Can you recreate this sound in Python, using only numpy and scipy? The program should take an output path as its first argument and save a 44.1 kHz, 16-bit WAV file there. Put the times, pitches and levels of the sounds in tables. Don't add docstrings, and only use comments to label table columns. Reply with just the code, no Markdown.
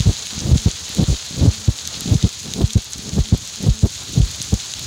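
import sys
import numpy as np
from scipy import signal
from scipy.fft import rfft, irfft, next_fast_len
from scipy.io import wavfile
from scipy.ndimage import uniform_filter1d, minimum_filter1d, map_coordinates

SR = 44100
rng = np.random.default_rng(int(sys.argv[2]) if len(sys.argv) > 2 else 0)


def linear_from_db(decibels):
    return 10 ** (np.asarray(decibels, float) / 20)


def output_pcm(signal):
    pcm = np.clip(np.atleast_2d(signal).T, -1, 1) * 32767
    wavfile.write(sys.argv[1], SR, np.round(pcm).astype(np.int16))


N = 214546


def unit(x):
    return x / np.sqrt(np.mean(x ** 2) + 1e-20)


def curves(rows):
    s, *cols = np.transpose(rows)
    return [np.interp(np.arange(N) / SR, s, c, left=c[0], right=c[-1]) for c in cols]


def wobble(rate):
    knots = rng.standard_normal(1200)
    return map_coordinates(knots, [np.arange(N) * rate / SR])


def coloured(x, spectrum):
    m = 2 * next_fast_len(N // 2 + 8192)
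    hz, db = np.transpose(spectrum)
    log_hz = np.log(np.fft.rfftfreq(m, 1 / SR) + 1)
    gain = unit(linear_from_db(np.interp(log_hz, np.log(hz + 1), db)))
    cepstrum = irfft(np.log(gain + 1e-4), m)
    cepstrum[1:m // 2] *= 2
    cepstrum[m // 2 + 1:] = 0
    return irfft(rfft(x, m) * np.exp(rfft(cepstrum)), m)[:N]


def ticks(rate, spread_db, cap_db):
    size = linear_from_db(np.minimum(spread_db * rng.exponential(size=N), cap_db))
    return unit(size * (rng.random(N) < rate / SR))


def add(track, s, grain):
    track[round(s * SR):][:len(grain)] += grain


# start_s, end_s, level_db (rms)
HUM_SPELLS = [(0.32, 0.664, -41.5), (1.32, 1.673, -40.5), (1.962, 2.23, -42), (2.426, 2.74, -45),
              (3.013, 3.324, -42), (3.568, 3.82, -41)]


def hum():
    t = np.arange(N) / SR
    gate = np.zeros(N)
    for start, end, db in HUM_SPELLS:
        fade = np.clip(np.minimum(t - start, end - t) / 0.009, 0, 1)
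        gate += linear_from_db(db + 3) * fade
    pitch_hz = 216 + 1.32 * wobble(9.5)
    phase = 2 * np.pi * np.cumsum(pitch_hz) / SR
    unsteady = linear_from_db(1.0 * wobble(41) + 1.7 * wobble(12))
    return gate * unsteady * (np.sin(phase) + linear_from_db(-13.0) * np.sin(2 * phase + 1))


# start_s, crest_s, hold_end_s, level_db
GUSTS = [(-.02, -.01, .004, -28), (0.034, 0.061, 0.11, -24), (.36, 0.482, 0.56, -23),
         (0.644, 0.667, 0.68, -18.5), (0.926, 0.984, 1.036, -21), (1.068, 1.095, 1.14, -25.5),
         (1.306, 1.423, 1.492, -21.5), (1.673, 1.68, 1.69, -19), (1.946, 2.115, 2.15, -22.5),
         (2.217, 2.243, 2.27, -23.5), (2.437, 2.607, 2.625, -19), (2.748, 2.76, 2.776, -19.5),
         (2.94, 3.07, 3.1, -34), (3.1, 3.17, 3.19, -24), (3.307, 3.324, 3.347, -22),
         (3.569, 3.664, 3.687, -21.5), (3.819, 3.833, 3.86, -18.5), (4.096, 4.172, 4.21, -26.5),
         (4.388, 4.405, 4.41, -44), (4.52, 4.53, 4.537, -14)]


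def gusts():
    rise_db, surge_s, surge_db = 25.5, 0.062, 13.5
    release_s, release_db = 0.024, 40
    time, level = np.arange(N) / SR, np.zeros(N)
    fits = linear_from_db(7.5 * np.minimum(wobble(45), 0.5))
    for start, crest, end, db in GUSTS:
        knee = max(crest - surge_s, (start + crest) / 2)
        times = [start, knee, crest, end, end + release_s]
        levels_db = [db - rise_db, db - surge_db, db, db, db - release_db]
        shape_db = np.interp(time, times, levels_db, left=-120, right=-120)
        level += linear_from_db(shape_db) * np.where(time < knee, fits, 1)
    return level


# start_s, peak_db, pitch_hz
PUSHES = [(.007, -5.5, 113), (0.457, -17, 106), (0.493, -9.5, 160), (0.996, -7.5, 148), (1.01, -10.5, 189),
          (1.027, -5, 128), (1.394, -16, 189), (1.436, -6, 115), (1.455, -6, 201), (1.478, -0.5, 109),
          (1.488, -2, 98), (2.06, -17.5, 198), (2.643, 0.5, 108), (3.08, -23, 133), (3.135, -17, 99),
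          (3.175, -14, 143)]
# start_s, peak_db, pitch_hz
PULLS = [(.063, -7.5, 127), (.075, -2.5, 97), (.094, -3, 86), (.519, -3, 98), (.534, 5.5, 94),
         (.561, -5, 140), (1.088, -7.5, 120), (1.101, -7.5, 114), (1.118, -7.5, 63), (1.417, -8, 82),
         (2.121, -2, 103), (2.156, -3.5, 133), (2.62, -10, 93.5), (3.192, -4, 123), (3.207, -5, 72),
         (3.67, -5.5, 126), (3.689, 2, 114), (3.705, -4.5, 68), (4.179, -1.5, 130), (4.204, 0.5, 116),
         (4.22, -6.5, 60.7), (4.238, -8.5, 67.1)]
# start_s, throw_db, pitch_hz, recoil_db
THUMPS = [(.662, -8, 104, -6.5), (1.684, -0.5, 104, -14), (2.241, -11.5, 100, -5), (2.758, -0.5, 110, 3.5),
          (3.327, -5.5, 101, -1.5), (3.835, -0.5, 105, -1.5), (4.531, -3, 90, -9)]
REBOUNDS = [0.023, .106, 0.581, 1.04, 1.142, 1.501, 2.173, 2.657, 3.222, 3.716, 4.252]
# start_s, peak_db
PATTER = [(.33, -30), (.368, -33), (.38, -17.5), (.398, -29), (.42, -20), (.443, -20), (.479, -22),
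          (0.901, -28), (.975, -28), (1.311, -24), (1.345, -23), (1.378, -15), (1.975, -24), (2.021, -26),
          (2.077, -15), (2.485, -24), (2.516, -27), (2.561, -25), (2.595, -17.5), (2.96, -29),
          (2.994, -21.5), (3.04, -40), (3.06, -28), (3.123, -33), (3.151, -17), (3.606, -21.5),
          (3.637, -22), (4.134, -24), (4.406, -28), (4.79, -33)]


def swings():
    rows = [(s, db, hz, 1, 0.49) for s, db, hz in PUSHES]
    rows += [(s, db, hz, -1, 0.58) for s, db, hz in PULLS]
    for s, db, hz, recoil_db in THUMPS:
        rows.append((s, -2.5, 128, -1, 0.36))
        rows.append((s + 0.00458, db, hz, 1, 0.37))
        rows.append((s + 0.0105, recoil_db, 112, -1, 0.37))
        rows.append((s + 0.0208, -15.5, 65.6, 1, 0.51))
    rows += [(s, -19.5, 63.4, 1, 0.65) for s in REBOUNDS]
    for s, db in PATTER:
        hz = 100 * 2 ** (-1.35 * db / 40)
        rows.append((s, db, hz, 1, 0.35))
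    return rows


# freq_hz, density_db (per Hz)
EDDY_SPECTRUM = [(30, -18.5), (90, -3.5), (200, 0.5), (300, -7), (500, -13.5), (750, -22.5), (1100, -30.5),
                 (1800, -41), (3000, -99)]


def buffeting():
    lead = 2048
    out, fronts = np.zeros(N + SR), np.zeros(N)
    t = np.arange(-lead, lead) / SR
    for s, db, hz, direction, cycles in swings():
        phase = hz * t * np.exp(-12 * t)
        life = phase / np.where(t > 0, 1.44 * cycles, cycles)
        envelope = np.exp(-life ** 2 - (t / 0.04) ** 2)
        add(out, s, direction * linear_from_db(db) * np.cos(2 * np.pi * phase) * envelope)
        fronts[round((s - 0.2 / hz) * SR)] = direction * linear_from_db(db - 1) * hz / 100
    for s, *_ in THUMPS:
        fronts[round((s - 0.001) * SR)] -= linear_from_db(4)
    pace = linear_from_db(4 * wobble(150)) * 280
    shed = np.diff(np.floor(np.cumsum(pace) / SR), prepend=0)
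    eddies = unit(shed * linear_from_db(2.54 * rng.standard_normal(N)) * rng.choice([-0.6, 1], N))
    return out[lead:N + lead] + linear_from_db(2.5) * coloured(gusts() * eddies + fronts, EDDY_SPECTRUM)


# time_s, level_db
BLAZE = [(0.0, -29.5), (0.19, -30.5), (0.91, -30), (1.66, -31.5), (2.04, -31), (2.79, -34), (3.34, -33),
         (3.53, -32), (3.8, -33), (4.48, -30.5), (4.86, -31.5)]
# time_s, level_db
BREEZE = [(0, -39), (.15, -43.5), (.35, -39.5), (.8, -42.5), (1.25, -49), (1.56, -40.5), (1.77, -45),
          (1.97, -36.5), (2.3, -46), (2.5, -38.5), (2.85, -48), (2.99, -39), (3.4, -39.5), (3.55, -46.5),
          (4.05, -39), (4.3, -35), (4.68, -45), (4.86, -33)]
# freq_hz, density_db (per Hz)
HISS_SPECTRUM = [(700, -52.5), (1500, -16.5), (2100, -13), (2900, -7.5), (3400, -3), (4200, 1),
                 (5000, -2.5), (5650, -2.5), (6700, 1.5), (7600, -7.5), (8600, -15.5), (10500, -18.5),
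                 (12000, -32), (15800, -26)]
SIZZLE_SPECTRUM = [(4000, -18), (8000, 1.5), (11000, -3), (15500, -6), (17000, -70)]
ROAR_SPECTRUM = [(15, -66), (45, -11.5), (76, 3.5), (180, -7), (380, -17), (800, -45.5)]
RUSH_SPECTRUM = [(150, -37), (400, -1.5), (800, -1.5), (1400, -1), (2200, -8.5), (4000, -35)]


def blaze():
    (hiss_db,), (breeze_db,) = curves(BLAZE), curves(BREEZE)
    rush_db = -48 + 1.27 * (hiss_db - hiss_db.mean())
    thick, thin, tiny = [rng.choice([-1, 1], N) * ticks(rate, spread_db=2.0, cap_db=13.0)
                         for rate in (800, 1000, 220)]
    low = linear_from_db(1.02 * wobble(40)) * (rng.standard_normal(N) + 0.7 * thick)
    high = linear_from_db(0.96 * wobble(40)) * (rng.standard_normal(N) + 0.67 * thin)
    split = signal.butter(2, 5300, fs=SR, output="sos")
    both = high + signal.sosfiltfilt(split, low - high)
    flicker = linear_from_db(0.16 * wobble(24) + 0.95 * wobble(70))
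    hiss = unit(coloured(flicker * both, HISS_SPECTRUM))

    tiny = tiny * (1 + 0.56 * rng.standard_normal(N))
    tiny = tiny + 0.5 * np.roll(tiny, 23)
    sizzle = linear_from_db(-23.5 + 1.6 * wobble(22.8)) * coloured(tiny, SIZZLE_SPECTRUM)

    surging = linear_from_db(0.8 * wobble(12) + 2.8 * wobble(45)) * rng.standard_normal(N)
    roar = coloured(unit(surging), ROAR_SPECTRUM)
    roar_gain = linear_from_db(breeze_db) + linear_from_db(-6.5) * gusts()

    hot_air = linear_from_db(2.0 * wobble(25.1)) * (rng.standard_normal(N) + 0.5 * thick)
    rush = coloured(unit(hot_air), RUSH_SPECTRUM)
    return linear_from_db(hiss_db + 0.34) * (hiss + sizzle) + roar_gain * roar + linear_from_db(rush_db + 1.6) * rush


def strays(level_db, count):
    s, size = rng.random((count, 2)).T
    return list(zip(s * N / SR, level_db + 2.5 * (4 * size - 2)))


# start_s, peak_db
FIRST_POP = [(.0058, -12.5)]
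# start_s, peak_db
THIN_TWIGS = [(0.1381, -20), (0.2234, -14), (0.2633, -18), (0.2693, -17), (0.391, -14), (0.404, -15),
              (0.5736, -12), (0.7138, -10), (1.8532, -15), (1.8751, -10), (2.0772, -21), (2.1435, -17),
              (2.2273, -14), (2.2912, -14), (2.5371, -11.5), (2.6778, -20), (2.7053, -15), (2.7337, -12),
              (2.9337, -39), (2.9337, -14), (2.9821, -18.5), (3.0929, -15), (3.139, -21), (3.4506, -21),
              (3.7913, -14), (4.14, -14), (4.4174, -9.5), (4.5411, -8), (4.7177, -17), (4.7376, -11)]
# start_s, peak_db
THICK_TWIGS = [(0.168, -18), (0.2693, -16.5), (0.5806, -26), (0.5806, -14.5), (0.949, -22), (1.041, -18),
               (1.7878, -15.5), (2.0083, -20), (2.0775, -20), (2.0961, -21.5), (2.2258, -18),
               (2.243, -15.5), (2.5371, -18), (2.599, -25), (2.616, -19), (2.706, -14.5), (2.9337, -20),
               (3.0929, -24), (3.257, -20), (4.2175, -19), (4.347, -19), (4.4173, -19), (4.7376, -24),
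               (4.7378, -14.5)]
# start_s, peak_db
LEAF_SNAPS = [(0.2693, -26), (0.619, -24), (0.8929, -26), (0.9492, -25), (1.0345, -25), (1.1114, -31),
              (1.8751, -18), (2.0078, -17), (2.2283, -25), (2.2892, -30), (2.4309, -28), (2.5366, -39),
              (2.5366, -21), (2.6738, -24.5), (2.7053, -30), (2.7332, -21), (2.8454, -25), (2.9218, -32),
              (2.9337, -24), (2.9821, -24), (3.3782, -25), (3.454, -29), (3.4755, -23), (3.6277, -22),
              (4.3136, -26), (4.36, -27), (4.4258, -33), (4.4258, -16), (4.5411, -24), (4.7945, -20)]
# freq_hz, density_db (per Hz)
SNAP_SPECTRUM = [(1500, -27), (4000, -7), (7000, 4), (11000, -3), (15500, -12), (17000, -51)]


def pops():
    rings, cracks, snaps = np.zeros((3, N + SR))
    t = np.arange(700) / SR
    thin = FIRST_POP + THIN_TWIGS + strays(-25, count=40)
    thick = FIRST_POP + THICK_TWIGS + strays(-25, count=26)
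    twigs = [(s, db + 4, 6470) for s, db in thin] + [(s, db + 6, 3700) for s, db in thick]
    for (s, db, hz), noise in zip(twigs, rng.standard_normal((len(twigs), len(t)))):
        hz = hz * (1 + 0.024 * noise[-1])
        ring = np.sin(2 * np.pi * hz * t) * linear_from_db(-60 * t / 0.0029) * (1 - np.exp(-t / 0.00014))
        add(rings, s, linear_from_db(db) * ring)
        burst, scatter = linear_from_db(-5 - 60 * t / 0.0011), linear_from_db(-9.0 - 60 * t / 0.018)
        add(cracks, s, linear_from_db(db) * noise * (burst + scatter))
    leaves = LEAF_SNAPS + strays(-35, count=60)
    for (s, db), noise in zip(leaves, rng.standard_normal((len(leaves), 40))):
        add(snaps, s, linear_from_db(db + 5.5) * unit(noise) * linear_from_db(-60 * t[:40] / 0.0018))
    crack = linear_from_db(-9) * coloured(cracks[:N], HISS_SPECTRUM)
    return linear_from_db(2.5) * rings[:N] + crack + coloured(snaps[:N], SNAP_SPECTRUM)


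def scene():
    return (blaze() + pops() + buffeting() + hum())[None]


def band_limit(x):
    return signal.sosfilt(signal.butter(12, 16260, fs=SR, output="sos"), x)


def record(dry):
    x = signal.sosfilt(signal.butter(1, 30, "high", fs=SR, output="sos"), dry)
    need = np.minimum(1, 0.86 / (np.abs(x) + 1e-9))
    x = x * uniform_filter1d(minimum_filter1d(need, 500), 400)
    x = x / (1 + np.abs(x / 0.73) ** 8) ** (1 / 8)
    x = irfft(rfft(x) * (np.fft.rfftfreq(N, 1 / SR) < 15820), N)
    return band_limit(x)


dry = scene()
out = record(dry)
output_pcm(out)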